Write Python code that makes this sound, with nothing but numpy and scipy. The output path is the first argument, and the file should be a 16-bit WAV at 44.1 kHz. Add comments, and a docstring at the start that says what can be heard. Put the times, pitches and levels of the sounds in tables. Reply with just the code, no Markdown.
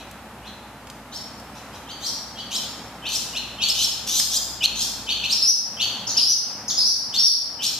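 """Swallows chirp, squeak and whistle in alarm inside a ringing garage, over distant traffic and a low hum.
Chirps and squeaks sum two frequency-modulated voices, one for each side of the syrinx; whistles, pips and
forked notes are nearly pure gliding tones. Convolution with decaying noise gives every call its echo.
Filtered noise makes the traffic, the room's resonances and a few faint ticks.
The recorder's suppressor pulls the lows down while the whistle band is loud."""
import sys
import numpy as np
from scipy import signal
from scipy.fft import rfft, irfft
from scipy.io import wavfile

SR = 44100
rng = np.random.default_rng(int(sys.argv[2]) if len(sys.argv) > 2 else 0)


def to_wav(sig):
    """Store sig (one row per channel, or 1-D mono) as 16-bit WAV at the path in sys.argv[1].

    Samples outside -1..1 are clipped; the rate is SR.
    """
    pcm = np.clip(np.atleast_2d(sig), -1, 1) * 32767
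    pcm = np.round(pcm).astype(np.int16)
    wavfile.write(sys.argv[1], SR, pcm.T)  # frames by channels


N = 343524

# effort at the start of a whistle and at the pitch a pip starts from (dB)
START_DB = -10.5


def undb(db):
    """Amplitude ratio: 20 dB is a factor of ten."""
    return 10 ** (np.asarray(db) / 20)


def unit(x):
    """Power normalization: scale to an rms of 1."""
    return x / np.sqrt(np.mean(x ** 2))


def curve(t, rows):
    """Linear interpolation: join the rows by straight lines; one array per column after the first."""
    at, *columns = np.transpose(rows)
    return [np.interp(t, at, c) for c in columns]


def over_pitch(hz, points):
    """Logarithmic frequency axis: read (Hz, value) points at equal steps per octave."""
    at, value = np.transpose(points)
    return np.interp(np.log(hz + 1e-9), np.log(at), value)


def colour(x, points):
    """Linear filtering: weight the spectrum by (Hz, dB) points."""
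    size = x.shape[-1]
    gain = undb(over_pitch(np.fft.rfftfreq(size, 1 / SR), points))
    return irfft(rfft(x) * gain, size)


def band(x, lo_hz, hi_hz, order=2):
    """Band-pass filtering: keep what lies between two frequencies."""
    hi_hz = min(hi_hz, SR / 2 - 1)
    return signal.sosfilt(signal.butter(order, [lo_hz, hi_hz], "band", fs=SR, output="sos"), x)


def wander(size, rate):
    """Slow random modulation: normal values, rate of them a second, joined by straight lines."""
    at = np.arange(size) * rate / SR
    count = int(at[-1]) + 2
    return np.interp(at, np.arange(count), rng.standard_normal(count))


def voice(hz, jitter, rate):
    """Frequency modulation: phase is the running sum of a trembling pitch."""
    trembling_hz = hz * (1 + jitter * wander(len(hz), rate))
    return 2 * np.pi * np.cumsum(trembling_hz) / SR


def add(out, sound, start):
    """Superposition: mix a stereo sound in at a time in seconds, cut at the edges."""
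    i = int(start * SR)
    sound = sound[:, max(-i, 0):N - i]
    out[:, max(i, 0):max(i, 0) + sound.shape[1]] += sound


def two_voices(shape, length, top_hz, lower_db, overtone_db, rasp_db, jitter, lower_jitter):
    """Two coupled sources: both sides of the syrinx glide; the lower buzzes with overtones, sum tones and rasp."""
    # gain of throat and beak on the overtones: hz, gain_db
    beak = [(1500, -41), (2300, -42), (3200, 6.5), (6200, 7), (8000, 3), (10000, -3), (12300, 4),
            (15000, -22)]
    # the throat passes little below its resonance: hz, gain_db
    throat = [(1950, -10), (2400, 11), (2750, .5)]
    flick_s = .02  # length of the upward flick before the top

    start, end = -max(1.05 * length, flick_s + 1 / SR), shape[-1][0]
    t = np.arange(start, end, 1 / SR)
    # a longer call draws out its lead-in; the final flick always takes the same time
    progress = np.interp(t, [start, -flick_s, end], [shape[0][0], -flick_s, end])
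    upper_share, upper_effort, lower_share, lower_effort = curve(progress, shape)
    upper = voice(top_hz * upper_share, jitter, rate=810)
    lower = voice(top_hz * lower_share, lower_jitter, rate=1100)

    sum_tones = undb(-6) * np.sin(upper + lower) + undb(-25) * np.sin(2 * upper)
    rasp = undb(-26.0) * np.sin(3 * lower) + undb(-11.5) * np.sin(4 * lower)
    rasp = rasp + undb(5.0) * rng.standard_normal(len(t))
    # the rasp grows with the effort
    rasp_gain = undb(rasp_db + 0.18 * lower_effort)
    overtones = colour(np.sin(2 * lower) + sum_tones + rasp_gain * rasp, beak)
    buzz = np.sin(lower) + undb(overtone_db) * overtones
    call = undb(upper_effort) * np.sin(upper) + undb(lower_db + lower_effort) * buzz

    # the air flow builds up over a moment and flutters, which makes the call scratchy
    swell = np.clip((t - start) / (.4 * length), 0, 1)
    flow = swell * undb(2.86 * wander(len(t), rate=450))
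    return colour(flow * call, throat), t[0]


def chatter(table, shape, rasp_db, jitter, lower_jitter):
    """Superposition of all two-voiced calls of one kind, each with its own echo."""
    out = np.zeros((2, N))
    for s, length, top_hz, db, lower_db, overtone_db, direct_db in table:
        call, lead = two_voices(shape, length, top_hz, lower_db, overtone_db, rasp_db, jitter, lower_jitter)
        add(out, undb(db) * in_garage(call, direct_db, undb(-.5) * garage()), s + lead)
    return out


def chirps():
    """Rising glides: short calls whose two voices climb together and stop soon after the top."""
    # calls: top_s, length_s (nominal lead-in), top_hz, level_db, lower_voice_db, overtones_db, direct_db
    calls = [(.012, .067, 4230, -47.5, -4, -10.5, -1), (.475, 0.052, 4260, -42.5, -9, -9, -6),
             (1.57, .04, 4250, -51.5, -2.5, -1, -7), (1.76, 0.052, 4176, -49, -8, 2, -3),
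             (1.915, .046, 4705, -40.5, .5, -14.5, -2), (2.402, .05, 4740, -38, 1.5, -20.5, -3),
             (3.08, 0.057, 4500, -33, .5, -18.5, -2.5), (3.38, .046, 4296, -30, -3, -13.5, 0.5),
             (3.637, 0.05, 4580, -24.5, -.5, -13.5, -3), (4.655, 0.047, 4418, -27.5, -2, -13, 7.5),
             (5.11, .042, 4592, -25.5, 1, -18.5, -4.5), (5.26, 0.033, 4427, -28, 0, -16.5, -0.5),
             (5.825, 0.056, 4612, -26.5, 0.5, -16.5, -3), (6.195, .044, 4513, -27, -2.5, -14, -5),
             (7.163, .034, 4594, -27.5, -9, -4.5, -2.5), (7.648, 0.056, 4460, -29, -6.5, -1.5, -1)]
    # motion: from_top_s, upper_share (of the top pitch), upper_db, lower_share, lower_db
    shape = [(-.055, .67, 12.5, .62, -35), (-.033, 0.68, -6.5, .57, -10.5), (-.015, 0.83, 4.5, .63, 4),
             (-.003, 1, 0.5, .69, 2), (.004, .93, 11, .72, 1.5), (.01, 1, -40, .59, -44)]
    return chatter(calls, shape, rasp_db=-4, jitter=.02, lower_jitter=.03)


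def squeaks():
    """Irregular modulation: harsher calls whose lower voice trembles more."""
    # calls: top_s, length_s (nominal lead-in), top_hz, level_db, lower_voice_db, overtones_db, direct_db
    calls = [(1.16, .045, 5580, -34.5, -6, -5, -4), (2.07, 0.063, 5726, -24.5, -9, -4.5, -9),
             (2.565, 0.055, 5490, -30, 5, -10, -2), (3.16, 0.071, 5554, -27.5, -6, 1, -1.5),
             (3.702, .021, 5380, -24, -2.5, -6, 1.5), (3.848, 0.099, 5445, -25, 0, -7.5, 1),
             (4.2, 0.13, 5386, -26, -7, 5, -0.5), (4.375, 0.061, 5103, -29, -13.5, 11.5, 3.5),
             (4.825, 0.074, 5550, -26.5, -5, 0, -2.5), (5.33, .04, 5628, -18, -14.5, -2, -4.5),
             (7.669, .04, 5560, -25, -4, -3, -1.5)]
    # motion: from_top_s, upper_share (of the top pitch), upper_db, lower_share, lower_db
    shape = [(-.08, 0.63, -1, .52, 9), (-.057, .66, -4.5, .55, -6.5), (-.025, .77, -0.5, .57, -2.5),
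             (-.009, .89, -2, .72, -0.5), (0, .99, 11, .78, 0.5), (.008, 1, 0, 0.54, -24),
             (.013, 0.92, -35, 0.52, -36)]
    return chatter(calls, shape, rasp_db=-2, jitter=0.017, lower_jitter=0.0483)


def clear_tone(hz):
    """Near-sinusoidal oscillation: a trembling tone with a faint octave and a trace of hiss."""
    phase = voice(hz, jitter=0.0257, rate=420)
    hiss = undb(-15.5) * band(rng.standard_normal(len(hz)), 9960, 11200, order=1)
    tone = np.sin(phase) + undb(-24) * np.sin(2 * phase) + hiss
    return tone * signal.windows.tukey(len(hz), .12)


def whistles():
    """Pitch and effort glides: each alarm whistle scoops up, holds while it slackens, lifts and drops away."""
    # calls: start_s, length_s, scoop_s, held_hz, crest_hz, level_db, end_effort_db, direct_db
    calls = [(5.417, .11, 0.011, 5285, 5840, -14, -21, 2), (6.196, 0.16, .016, 4984, 5897, -16, -20, -1.5),
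             (6.787, .122, .036, 5090, 5730, -15, -12, -6), (7.17, .118, .022, 5430, 5660, -12, -7.5, -1.5)]
    scoop_from, drop_to = .72, .72  # first pitch as a share of the held one, last as a share of the crest
    lift_at, crest_at, drop_at = 0.35, .67, .77  # shares of the length
    slack_db, crest_db = -5.5, 0.5  # effort before the lift and at the crest

    out = np.zeros((2, N))
    for s, length, scoop, held_hz, crest_hz, db, end_db, direct_db in calls:
        # share of the length, pitch in Hz, effort in dB
        stages = [(0, scoop_from * held_hz, START_DB), (scoop / length, held_hz, 0),
                  (lift_at, held_hz, slack_db), (crest_at, crest_hz, crest_db),
                  (drop_at, crest_hz, crest_db), (1, drop_to * crest_hz, end_db)]
        hz, effort_db = curve(np.linspace(0, 1, int(length * SR)), stages)
        call = clear_tone(hz) * undb(db + effort_db)
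        add(out, in_garage(call, direct_db, garage()), s)
    return out


def pips():
    """Parabolic glide: one quick arch of pitch, loudest at its top, just ahead of a whistle."""
    # calls: start_s, length_s, top_hz, level_db, direct_db
    calls = [(6.167, 0.0194, 5500, -9.5, -1), (6.768, 0.0291, 5320, -12.5, -3)]
    pip_from, top_at = .74, 0.59  # first pitch as a share of the top one, time of the top as a share of the length

    out = np.zeros((2, N))
    for s, length, top_hz, db, direct_db in calls:
        off_top = (np.linspace(0, 1, int(length * SR)) / top_at - 1) ** 2
        call = clear_tone(top_hz * (1 - (1 - pip_from) * off_top)) * undb(db + START_DB * off_top)
        add(out, in_garage(call, direct_db, garage()), s)
    return out


def forks():
    """Independent sources: the syrinx's two sides part; one arches up and back, the other falls ever faster."""
    # notes that open an alarm: start_s, length_s, top_hz, level_db, falling_end_hz, direct_db
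    calls = [(6.068, 0.046, 7150, -16.5, 3680, -2), (6.679, .036, 6800, -13.5, 3140, -2)]
    fork_hz = 5350  # both voices part from this pitch
    thin_db, attack_s = -17, 0.0076  # upper voice: change of level at its top, time to swell
    falling_db, falling_share = -9.5, 0.82  # falling voice: relative level, share of the length

    out = np.zeros((2, N))
    for s, length, top_hz, db, end_hz, direct_db in calls:
        arch = np.sin(np.linspace(0, np.pi, int(length * SR)))
        fall = np.linspace(0, 1, int(falling_share * length * SR)) ** 2
        upper = clear_tone(fork_hz + (top_hz - fork_hz) * arch) * undb(db + thin_db * arch ** 2)
        upper = upper * np.clip(np.arange(len(arch)) / (attack_s * SR), 0, 1)
        lower = clear_tone(fork_hz + (end_hz - fork_hz) * fall) * undb(db + falling_db)
        for call in (upper, lower):
            add(out, in_garage(call, direct_db, garage()), s)
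    return out


def from_somewhere(call, size=2):
    """Interaural delay: a path from a random direction reaches the microphones a few samples apart."""
    lag = rng.integers(-size, size + 1)
    return np.array([call, np.roll(call, lag)])


def in_garage(call, direct_db, tail):
    """Room response: direct sound, four early reflections off ceiling and walls, and the diffuse tail."""
    heard = signal.fftconvolve(call[None], tail, axes=1)
    add(heard, undb(direct_db) * from_somewhere(call), 0)
    for delay in rng.uniform(.005, .028, 4):
        add(heard, undb(-14.0) * from_somewhere(call), delay)
    return heard


def garage_tail():
    """Exponential decay: noise bands die away at their own rates, independently in each channel."""
    # reverberation of the garage: hz, t60_s
    reverberation = [(2500, 0.95), (4000, 0.81), (5500, 0.91), (8000, 0.74), (13000, 0.73)]
    t = np.arange(SR) / SR
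    edges = np.geomspace(1000, 16000, 9)
    noise = rng.standard_normal((2, SR))
    # uneven strengths at first, merging into an even wash
    noise *= np.exp(0.3 * np.exp(-t / 0.023) * (rng.standard_normal(SR) - 1))
    tail = np.zeros((2, SR))
    for lo, hi in zip(edges, edges[1:]):
        t60 = over_pitch(np.sqrt(lo * hi), reverberation)
        tail += band(noise, lo, hi) * np.exp(-np.log(1000) * t / t60)
    tail *= np.clip(t / .008, 0, 1)
    # unit energy, averaged over both channels
    return unit(tail) / np.sqrt(SR)


def garage():
    """Spatial coherence: two close microphones share the lower part of the walls' echo."""
    left, right = garage_tail()
    shared = [(2000, -6), (4000, -12), (7000, -30)]  # Hz, dB
    return undb(3.0) * np.array([left + colour(right, shared), right + colour(left, shared)])


def ticks():
    """Damped impulses: tiny knocks of decaying band-passed noise, with a weaker echo."""
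    # knocks: start_s, level_db, centre_hz
    knocks = [(.112, -37, 7000), (0.871, -30, 2980), (0.9, -28, 3970), (1.399, -36, 8030),
              (4.199, -16, 4000)]
    out, t = np.zeros((2, N)), np.arange(SR // 20) / SR
    for s, db, hz in knocks:
        burst = rng.standard_normal(len(t)) * np.exp(-t / 0.0044)
        knock = undb(db) * band(burst, hz / 2, hz * 2, order=1)
        add(out, from_somewhere(knock), s)
        add(out, undb(-6) * signal.fftconvolve(knock[None], garage(), axes=1), s)
    return out


def background():
    """Filtered noise and resonance: traffic through the door, boomy room modes and a low wavering hum."""
    # relative traffic spectrum, before the bass is trimmed: hz, level_db
    street = [(18, -52), (30, -40), (54, -8), (181, -7), (217, -2.5), (373, -12), (871, -6.5), (1100, -11),
              (1250, -10.5), (2920, -22), (3580, -25), (3970, -26), (5990, -30), (6640, -30),
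              (14000, -34.5)]
    # stereo width of the traffic: hz, side_minus_mid_db
    width_points = [(100, -21.5), (600, -28), (1300, -15.5), (3000, -1.5), (8000, -1.5)]
    # slow swell of traffic and resonances together: time_s, level_db
    street_level = [(0, -43.3), (1.05, -44.5), (1.7, -42), (2.3, -43.5), (2.8, -41.5), (3.2, -43),
                    (5.3, -43.5), (6.1, -41), (7.79, -45.5)]
    # low room resonances, before the swell: centre_hz, width_hz, level_db
    resonances = [(116.2, 17, -13.5), (218.1, 21, -13.5), (276, 21, -16)]
    # hum, which sinks late on: time_s, level_db
    hum_level = [(0, -52.5), (2.5, -57), (4, -50), (5.2, -50), (5.5, -62)]
    time = np.arange(N) / SR

    mid, side = (colour(rng.standard_normal(N), street) for _ in range(2))
    air = mid + colour(side, width_points) * np.array([[1], [-1]])
    air = air / np.std(band(mid, 300, 1700))
    air = colour(air, [(35, -5), (55, -7), (75, 1)])

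    boom = np.zeros(N)
    for hz, width, db in resonances:
        mode = unit(band(rng.standard_normal(N), hz - width / 2, hz + width / 2))
        boom += mode * undb(db + 1.8 * wander(N, rate=4.2))

    hum = unit(np.sin(voice(np.full(N, 59), jitter=.06, rate=32)))
    hum = hum * undb(1.62 * wander(N, rate=12))
    traffic = (air * undb(-1.11) + boom) * undb(curve(time, street_level)[0])
    return traffic + hum * undb(curve(time, hum_level)[0])


def scene():
    """Superposition: the swallows, louder at the left microphone, over ticks and background."""
    # interchannel level difference of the birds: hz, left_minus_right_db
    balance = [(4000, 1.3), (8000, 1.4), (12000, 3)]
    birds = chirps() + squeaks() + whistles() + pips() + forks()
    heard = []
    for ear, sign in zip(birds, (1, -1)):
        heard.append(colour(ear, [(hz, sign * db / 2) for hz, db in balance]))
    return np.array(heard) + ticks() + background()


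def suppress(x):
    """Sidechain compression: sustained power in the whistle band turns the lows down until it fades."""
    threshold_db, slope = -21.5, 2.45  # band level where the cut sets in, dB of cut per dB well above it
    reaction_s, cut_below_hz = 0.054, 3070

    power = np.mean(band(x, 4800, 6500, order=4) ** 2, axis=0)
    keep = np.exp(-1 / (reaction_s * SR))
    # two smoothing stages in a row
    for _ in range(2):
        power = signal.lfilter([1 - keep], [1, -keep], power)
    # soft knee: 1 well below the threshold, the power ratio well above it
    over = np.hypot(1, power / undb(threshold_db) ** 2)
    lows = signal.sosfiltfilt(signal.butter(6, cut_below_hz, fs=SR, output="sos"), x)
    return x + lows * (over ** (-slope / 2) - 1)


def record(dry):
    """Band limiting: the recorder ducks the lows under loud whistles and cuts the top above 14450 Hz."""
    return signal.sosfilt(signal.ellip(12, .2, 80, 14450, fs=SR, output="sos"), suppress(dry))


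dry = scene()
out = record(dry)
to_wav(out)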